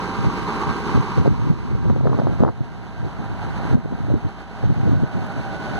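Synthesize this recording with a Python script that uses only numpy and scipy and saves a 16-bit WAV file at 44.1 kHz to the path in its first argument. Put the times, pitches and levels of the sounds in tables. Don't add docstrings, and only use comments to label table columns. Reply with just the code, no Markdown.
import sys
import numpy as np
from scipy import signal
from scipy.fft import rfft, irfft
from scipy.io import wavfile
from scipy.ndimage import uniform_filter1d, minimum_filter1d, map_coordinates

SR = 44100
rng = np.random.default_rng(int(sys.argv[2]) if len(sys.argv) > 2 else 0)


def persist_wave(psi):
    counts = np.round(np.clip(psi, -1, 1) * 32767).astype(np.int16)
    wavfile.write(sys.argv[1], SR, np.atleast_2d(counts).T)


N = 255339
T, HZ = np.arange(N) / SR, np.fft.rfftfreq(N, 1 / SR)
PORT_SPAN_HZ = 2491
# time_s, turn_fraction
TURN = [(0, 0.2), (.6, 0.2), (1.2, 0.24), (1.8, 0.38), (2.6, 1), (5.79, 0.98)]


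def clatter(cycles, repeat_share=0.54, knock=0.67, ring_firings=0.83, flutter_db=1.18, top_hz=5400):
    # frequency_hz, before_turn_db, after_turn_db
    block_spectrum = [(30, -38, -8.5), (86, 0.5, 4), (173, 5.5, 5.5), (426, 5, -2), (507, -3, -4.5),
                      (693, -19, 0.5), (870, 0, 1.5), (994, 3, -1), (1150, 2, -4.5), (1545, -10, -5),
                      (1924, -13.5, -11), (2280, -9.5, -11), (3400, -22, -18.5), (4020, -19.5, -17),
                      (5340, -20, -21.5)]
    # frequency_hz, level_db
    fizz_spectrum = [(3500, -60), (5300, -30), (6400, -28), (10000, -38), (15000, -47.5)]
    one_cycle = rng.standard_normal(4900)
    position = cycles % 1 * len(one_cycle)
    periodic = unit_rms(map_coordinates(one_cycle, [position], order=3, mode="grid-wrap"))
    rattle = np.sqrt(repeat_share) * periodic + np.sqrt(1 - repeat_share) * rng.standard_normal(N)
    since_firing = cycles * 6 % 1
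    knocks = 1 + knock * np.exp(-since_firing / ring_firings)
    drive = rfft(rattle * knocks * gain_of(flutter_db * drift(16.6)))
    fizz = gain_of(over_frequency(fizz_spectrum))
    blocks = (gain_of(over_frequency(block_spectrum, col)) / (1 + (HZ / top_hz) ** 8) for col in (1, 2))
    before, after = (unit_rms(irfft(drive * np.hypot(block, fizz), N)) for block in blocks)
    turn = over_time(TURN)
    return band_swells((1 - turn) * before + turn * after)


def band_swells(x):
    # centre_hz, width_octaves
    bands = [(1120, 0.81), (4200, 1)]
    # time_s, rasp_db, hiss_db
    swells = [(0, 1.5, 2.5), (.48, 0.5, 1), (.63, 4, 1.5), (.8, -1.5, 1), (.94, 3, 2.5), (1.3, 1.5, 2.5),
              (1.8, 2.5, 2), (2.4, -0.5, -0.5), (2.9, 0, 0), (3.25, 2, -1), (3.65, 3, 0), (3.9, 0, -2.5),
              (4.45, 1, 1), (5.2, 0, -1), (5.79, -0.5, 1.5)]
    offsets = (np.log2((HZ + 1) / hz) / width for hz, width in bands)
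    rasp, hiss = (irfft(rfft(x) * np.exp(-offset ** 2), N) for offset in offsets)
    return x + (gain_of(over_time(swells)) - 1) * rasp + (gain_of(over_time(swells, 2)) - 1) * hiss


def exhaust_throb(cycles, waver_db=4.5):
    # cycle_multiple, relative_db
    harmonics = [(6, -9), (12, -17), (24, -42), (42, -24), (48, -29)]
    # time_s, gain_db
    swell = [(0, 4), (1.2, -7.5), (1.6, 0), (2.6, -7), (3.0, 2.5), (3.5, 7), (3.8, 4.5), (5.2, -5),
             (5.79, 1)]
    hum = np.zeros(N)
    for multiple, db in harmonics:
        level = gain_of(db + waver_db * drift(0.57))
        hum += level * np.cos(2 * np.pi * (multiple * cycles + rng.random()))
    return np.sqrt(2) * gain_of(over_time(swell)) * hum


def pump_whine(cycles, load, waver_db=3.0, waver_hz=6, jitter_hz=20.4):
    # cycle_multiple, unloaded_db, loaded_db, turn_change_db, jitter_rad
    tones = [(88, -20, -13, 0, .75), (105, -15, -22, -1, .6), (117, -16, -19, -5, .5),
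             (141, -23, -23, 0, .6), (153, -22.5, -27, 0, .5), (168, -45, -14, 0, .55),
             (174, -38, -20, 0, .5), (176, -18, -22, 1, .18), (178, -27, -32, 0, .4),
             (232, -31, -36, -4, .4), (252, -33, -37, -4, .5), (385, -33.5, -42, -4, .4),
             (420, -35, -44, 1, .35), (451, -30.5, -33, -2.5, .35)]
    whine, turn = np.zeros(N), over_time(TURN)
    for multiple, unloaded_db, loaded_db, turn_db, jitter in tones:
        level = (1 - load) * gain_of(unloaded_db) + load * gain_of(loaded_db)
        level *= gain_of(turn_db * turn + waver_db * drift(waver_hz))
        phase = 2 * np.pi * (multiple * cycles + rng.random()) + jitter * drift(jitter_hz)
        whine += level * np.cos(phase)
    return np.sqrt(2) * whine


def valve_flow(load):
    # centre_hz, width_hz, relative_db
    resonances = [(607, 65, -12.5), (786, 49, -10.5), (1453, 95, -16)]
    noise, flow = rfft(rng.standard_normal(N)), np.zeros(N)
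    for hz, width_hz, db in resonances:
        detuning = (HZ - hz) / width_hz
        flow += gain_of(db) * unit_rms(irfft(noise / (1 + 2j * detuning) / (1 + 1j * detuning), N))
    return load * flow


def valve_opening(rise_s=.04, sag_hz_per_s=270):
    # start_s, decay_s, relative_db, pitch_hz, width_hz
    hiss = (4.19, .5, -25.5, 3210, 140)
    start_s, decay_s, db, pitch_hz, width_hz = hiss
    age = np.maximum(T - start_s, 0)
    envelope = np.minimum(age / rise_s, 1) * np.exp(-age / decay_s)
    phase = 2 * np.pi * np.cumsum(pitch_hz - sag_hz_per_s * age) / SR
    return gain_of(db) * envelope * np.sqrt(2) * drift(width_hz / 2) * np.cos(phase)


def stereo_ports(direct, scattered, stair_rad=0.3, blur=0.81):
    # frequency_hz, coherence, phase_shift_fraction, left_over_right_db
    ports = [(50.3, 0, 0.77, 0.5), (304, 1, 0.099, -4), (482, 0.74, 0.037, 1.5), (784, 1, 0.21, -4.5),
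             (1290, 0.97, 0.26, -2), (1800, 0.92, 1, -3.5), (2480, 0.96, 0.99, -0.5), (3260, 0.59, 1, -4),
             (3970, 1, 0.92, 3), (5040, 0.88, 0.98, 2), (7300, 0.98, 0.99, -0.5), (9000, 1, 0.94, 0.5),
             (15000, 1, 0.96, -2.5)]
    angle = np.pi - 2 * np.pi * HZ / PORT_SPAN_HZ
    phase = (angle - stair_rad * np.sin(2 * angle)) * over_frequency(ports, 2)
    coherence = np.clip(over_frequency(ports) * (1 - blur * np.sin(phase) ** 2), 0, 1)
    mid = rfft(direct) * np.sqrt((1 + coherence) / 2)
    side = rfft(scattered) * np.sqrt((1 - coherence) / 2)
    lean = gain_of(over_frequency(ports, 3) / 2)
    return irfft(np.array([(mid + side) * lean, (mid - side) / lean * np.exp(1j * phase)]), N)


def wind(one_port=0.93, lump_hz=42, eddy_hz=110, lean_db=0.35):
    strength, edge_hz = airflow()
    lumps, eddies = drift(lump_hz), drift(eddy_hz)
    shared, independent = (buffeting(lumps, eddies, edge_hz) for _ in range(2))
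    opposed = one_port * shared + np.sqrt(1 - one_port ** 2) * independent
    pair = strength * wind_pickup(shared, opposed)
    target_power = signal.oaconvolve(strength ** 2, np.hanning(2000), "same")
    lumpy_power = signal.oaconvolve((pair ** 2).mean(0), np.hanning(2000), "same")
    return pair * np.sqrt(target_power / lumpy_power) * gain_of([[-lean_db], [lean_db]])


def airflow(breeze_edge_hz=236, puff_db=1.5, puff_hz=6.9, rise_db_per_s=708, fall_db_per_s=606):
    # time_s, level_db
    breeze = [(0, -39), (.9, -33.5), (1.6, -14.5), (2.3, -10), (2.8, -20.5), (3.3, -18.5), (3.7, -18),
              (4.45, -29), (5.2, -24), (5.79, -24.5)]
    # start_s, length_s, level_db, upper_edge_hz
    gusts = [(0.19, 0.021, -20.5, 250), (0.255, 0.021, -13, 282), (0.372, .02, -33, 250),
             (.47, 0.03, -40, 250), (0.676, 0.027, -20, 263), (0.955, 0.048, -10, 257),
             (1.184, 0.03, -8, 260), (1.254, 0.0081, -9.5, 394), (1.284, 0.047, -5, 191),
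             (1.39, 0.081, -10, 228), (1.506, 0.0043, 1, 221), (1.721, 0.032, -6.5, 297.7),
             (1.855, 0.23, -7, 283), (1.903, 0.012, -2, 255), (2.052, 0.1, -5.5, 630),
             (2.19, 0.01, -4, 660), (2.21, 0.12, -12, 590), (2.26, 0.011, -4.5, 290),
             (2.409, 0.039, 0.5, 485), (2.432, 0.061, -1.5, 570), (2.608, 0.0059, 0, 262),
             (3.002, 0.012, -9.5, 220), (3.032, 0.037, -9.5, 325), (3.197, 0.012, -12.5, 265),
             (3.306, 0.025, -14, 230), (3.713, 0.071, -6.5, 237.5), (3.744, 0.018, -2, 240),
             (3.85, 0.015, -7.5, 265), (3.92, 0.025, -7.5, 250), (4.0, 0.06, -8.5, 250),
             (4.092, 0.071, -3, 286), (4.249, 0.012, -3.5, 228), (4.638, 0.085, -3.5, 201),
             (4.772, 0.096, -7.5, 260), (4.874, 0.068, -4, 325), (4.948, 0.042, -4, 230),
             (5.021, 0.015, -3, 258), (5.153, 0.018, -7.5, 385), (5.197, 0.052, -14.5, 280),
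             (5.378, 0.018, -14, 270)]
    power = gain_of(over_time(breeze) + puff_db * drift(puff_hz)) ** 2
    weighted_edge = power * breeze_edge_hz
    for start_s, length_s, db, edge_hz in gusts:
        near = slice(*np.searchsorted(T, [start_s - .1, start_s + length_s + .1]))
        t = T[near] - start_s
        build_db = np.clip(t / length_s, 0, 1) - .5
        flanks_db = rise_db_per_s * np.maximum(-t, 0) + fall_db_per_s * np.maximum(t - length_s, 0)
        gust_power = gain_of(db + build_db - flanks_db) ** 2
        power[near] += gust_power
        weighted_edge[near] += gust_power * edge_hz
    return np.sqrt(power), weighted_edge / power


def buffeting(lumps, eddies, edge_hz, lumpy_db=3.0, eddy_db=3.5, slope=2.9, brighten_octaves=0.092):
    edge_octave = np.log2(edge_hz)
    fast = np.clip(edge_octave - np.log2(250), 0, 1.3)
    cutoff_octave = edge_octave + brighten_octaves * (lumps + fast * eddies)
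    noise, air = rfft(rng.standard_normal(N)), np.zeros(N)
    for octave in range(6, 12):
        weight = np.maximum(1 - abs(cutoff_octave - octave), 0)
        air += weight * irfft(noise / np.hypot(1, (HZ / 2 ** octave) ** slope), N)
    return unit_rms(air * gain_of(lumpy_db * 2 * np.tanh(lumps / 2) + eddy_db * fast * np.tanh(eddies)))


def eddy_slaps(width=0.88, rounding_s=.00022):
    # time_s, peak_db, pitch_hz, decay_s
    slaps = [(0.9764, -14, 403, 0.0013), (1.1807, -9, 403, 0.001), (1.2599, -1, 540, 0.00055),
             (1.2712, -7, 400, .0008), (1.2783, 1.5, 354, 0.0011), (1.292, -17, 142, 0.0025),
             (1.515, -2.5, 240, 0.0012), (1.8993, -2.5, 414, 0.00022), (1.9625, 0.5, 450, 0.00037),
             (2.009, -5, 650, 0.0007), (2.0565, 3.5, 500, 0.0011), (2.0728, 0.5, 830, 0.00017),
             (2.081, -1, 530, 0.00042), (2.132, -1.5, 890, 0.00057), (2.189, 3, 400, 0.00035),
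             (2.1997, -1, 530, 0.0011), (2.220, 0, 644, .0012), (2.271, 4.5, 510, 0.00035),
             (2.405, 0, 387, 0.00057), (2.411, 1.5, 356, 0.0011), (2.4232, -5, 516, 0.001),
             (2.4368, 17, 520, 0.0005), (2.4504, 7, 830, 0.00034), (2.4645, 1, 740, 0.0011),
             (2.4802, 5.5, 850, 0.00031), (2.4891, 7.5, 740, 0.00044), (3.048, -9, 380, .0014),
             (3.058, -10, 270, .002), (3.604, -10, 600, 0.0005), (3.654, -9, 300, 0.0012),
             (3.715, -10, 363, 0.00061), (3.7545, 1.5, 223, 0.0025), (3.7702, -1, 440, 0.00049),
             (3.860, -1.5, 380, 0.0009), (4.1032, -1.5, 564, 0.0016), (4.1202, -2, 270, 0.00065),
             (4.1418, 6, 280, 0.0018), (4.640, -5, 420, 0.0008), (4.8868, -3, 240, 0.0017),
             (4.896, -2.5, 303, 0.0018), (4.9325, -1, 250, 0.003), (5.0353, 0, 272, 0.0011),
             (5.368, -11, 259, .002)]
    pressure = np.zeros(N)
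    for time_s, db, pitch_hz, decay_s in slaps:
        near = slice(*np.searchsorted(T, [time_s - .04, time_s + .04]))
        t = T[near] - time_s
        swing = np.sin(2 * np.pi * pitch_hz * t) * np.exp(-np.hypot(t, rounding_s) / decay_s)
        pressure[near] += gain_of(db) * swing / abs(swing).max()
    return wind_pickup(pressure, width * pressure)


def wind_pickup(shared, opposed):
    # frequency_hz, shared_db, opposed_db
    response = [(20.1, -31, -7), (40, -26, -10), (78.4, -12, 7.5), (123, -4.5, 13), (198, -5.5, 4),
                (352, -7, -0.5), (690, -6, -6), (1230, 1, -16), (4000, 2, -4)]
    port_comb = abs(np.cos(np.pi / 2 * HZ / PORT_SPAN_HZ))
    mid = irfft(rfft(shared) * gain_of(over_frequency(response)) * port_comb, N)
    side = irfft(rfft(opposed) * gain_of(over_frequency(response, 2)) * -1j, N)
    return np.array([mid + side, mid - side])


def tick(decay_s=.0007):
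    # start_s, level_db, centre_hz
    event = (5.2662, -31, 9000)
    start_s, db, centre_hz = event
    burst = rng.standard_normal(N) * (T >= start_s) * np.exp(-abs(T - start_s) / decay_s)
    return gain_of(db) * irfft(rfft(burst) / (1 + np.log2((HZ + 1) / centre_hz) ** 2) ** 3, N)


def gain_of(db):
    return 10 ** (np.asarray(db) / 20)


def unit_rms(x):
    return x / np.sqrt(np.mean(x ** 2) + 1e-20)


def over_time(rows, column=1):
    rows = np.array(rows, float)
    return np.interp(T, rows[:, 0], rows[:, column])


def over_frequency(rows, column=1):
    rows = np.array(rows, float)
    return np.interp(np.log(HZ + 1), np.log(rows[:, 0]), rows[:, column])


def drift(hz):
    return unit_rms(irfft(rfft(rng.standard_normal(N)) / (1 + (HZ / hz) ** 4), N))


def lagged(x, time_constant_s):
    pole = np.exp(-1 / (time_constant_s * SR))
    return signal.lfilter([1 - pole], [1, -pole], x)


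def gain_control(x, ceiling_db=-14, recover_db_per_s=7.5, sense_s=0.02, attack_s=0.00043):
    power_db = 10 * np.log10(lagged((x ** 2).mean(0), sense_s) + 1e-12)
    excess_db = np.maximum(power_db - ceiling_db, 0)
    recovery_db = recover_db_per_s * T
    cut_db = np.maximum.accumulate(excess_db + recovery_db) - recovery_db
    return x * gain_of(-lagged(cut_db, attack_s))


def scene(clatter_db=-1.5):
    # time_s, rate_hz
    speed = [(0, 8.96), (1, 8.96), (2, 8.95), (3, 8.94), (4, 8.90), (4.7, 8.887), (5.8, 8.868)]
    # time_s, load_fraction
    pump_load = [(0, 0.24), (1.8, 0.13), (2.6, 0.22), (4.3, 0.32), (4.8, 0.75), (5.3, 0.95), (5.79, 0.97)]
    # time_s, gain_db
    machine_gain = [(0, -27), (.6, -24), (1.2, -24), (1.8, -25), (2.6, -22.5), (3.6, -22), (4.0, -21),
                    (4.5, -25.5), (5.1, -22), (5.79, -22)]
    cycles, load = np.cumsum(over_time(speed)) / SR, over_time(pump_load)
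    engine = gain_of(clatter_db) * clatter(cycles) + exhaust_throb(cycles)
    direct = engine + pump_whine(cycles, load) + valve_flow(load) + valve_opening()
    scattered = gain_of(clatter_db) * clatter(cycles) + valve_flow(load)
    machine = gain_of(over_time(machine_gain)) * stereo_ports(direct, scattered)
    return machine + wind() + eddy_slaps() + tick()


def record(dry, limit=1.25, band_edge_hz=15200):
    ducked = gain_control(dry)
    envelope = uniform_filter1d(abs(ducked).max(0), size=44)
    allowed_gain = np.minimum(1, limit / (envelope + 1e-9))
    limiter_gain = uniform_filter1d(minimum_filter1d(allowed_gain, size=200), size=200)
    clipped = np.clip(ducked * limiter_gain, -1, 1)
    low_pass = signal.firwin(511, band_edge_hz, window=("kaiser", 9), fs=SR)
    return signal.oaconvolve(clipped, low_pass[None], "same")


dry = scene()
out = record(dry)
persist_wave(out)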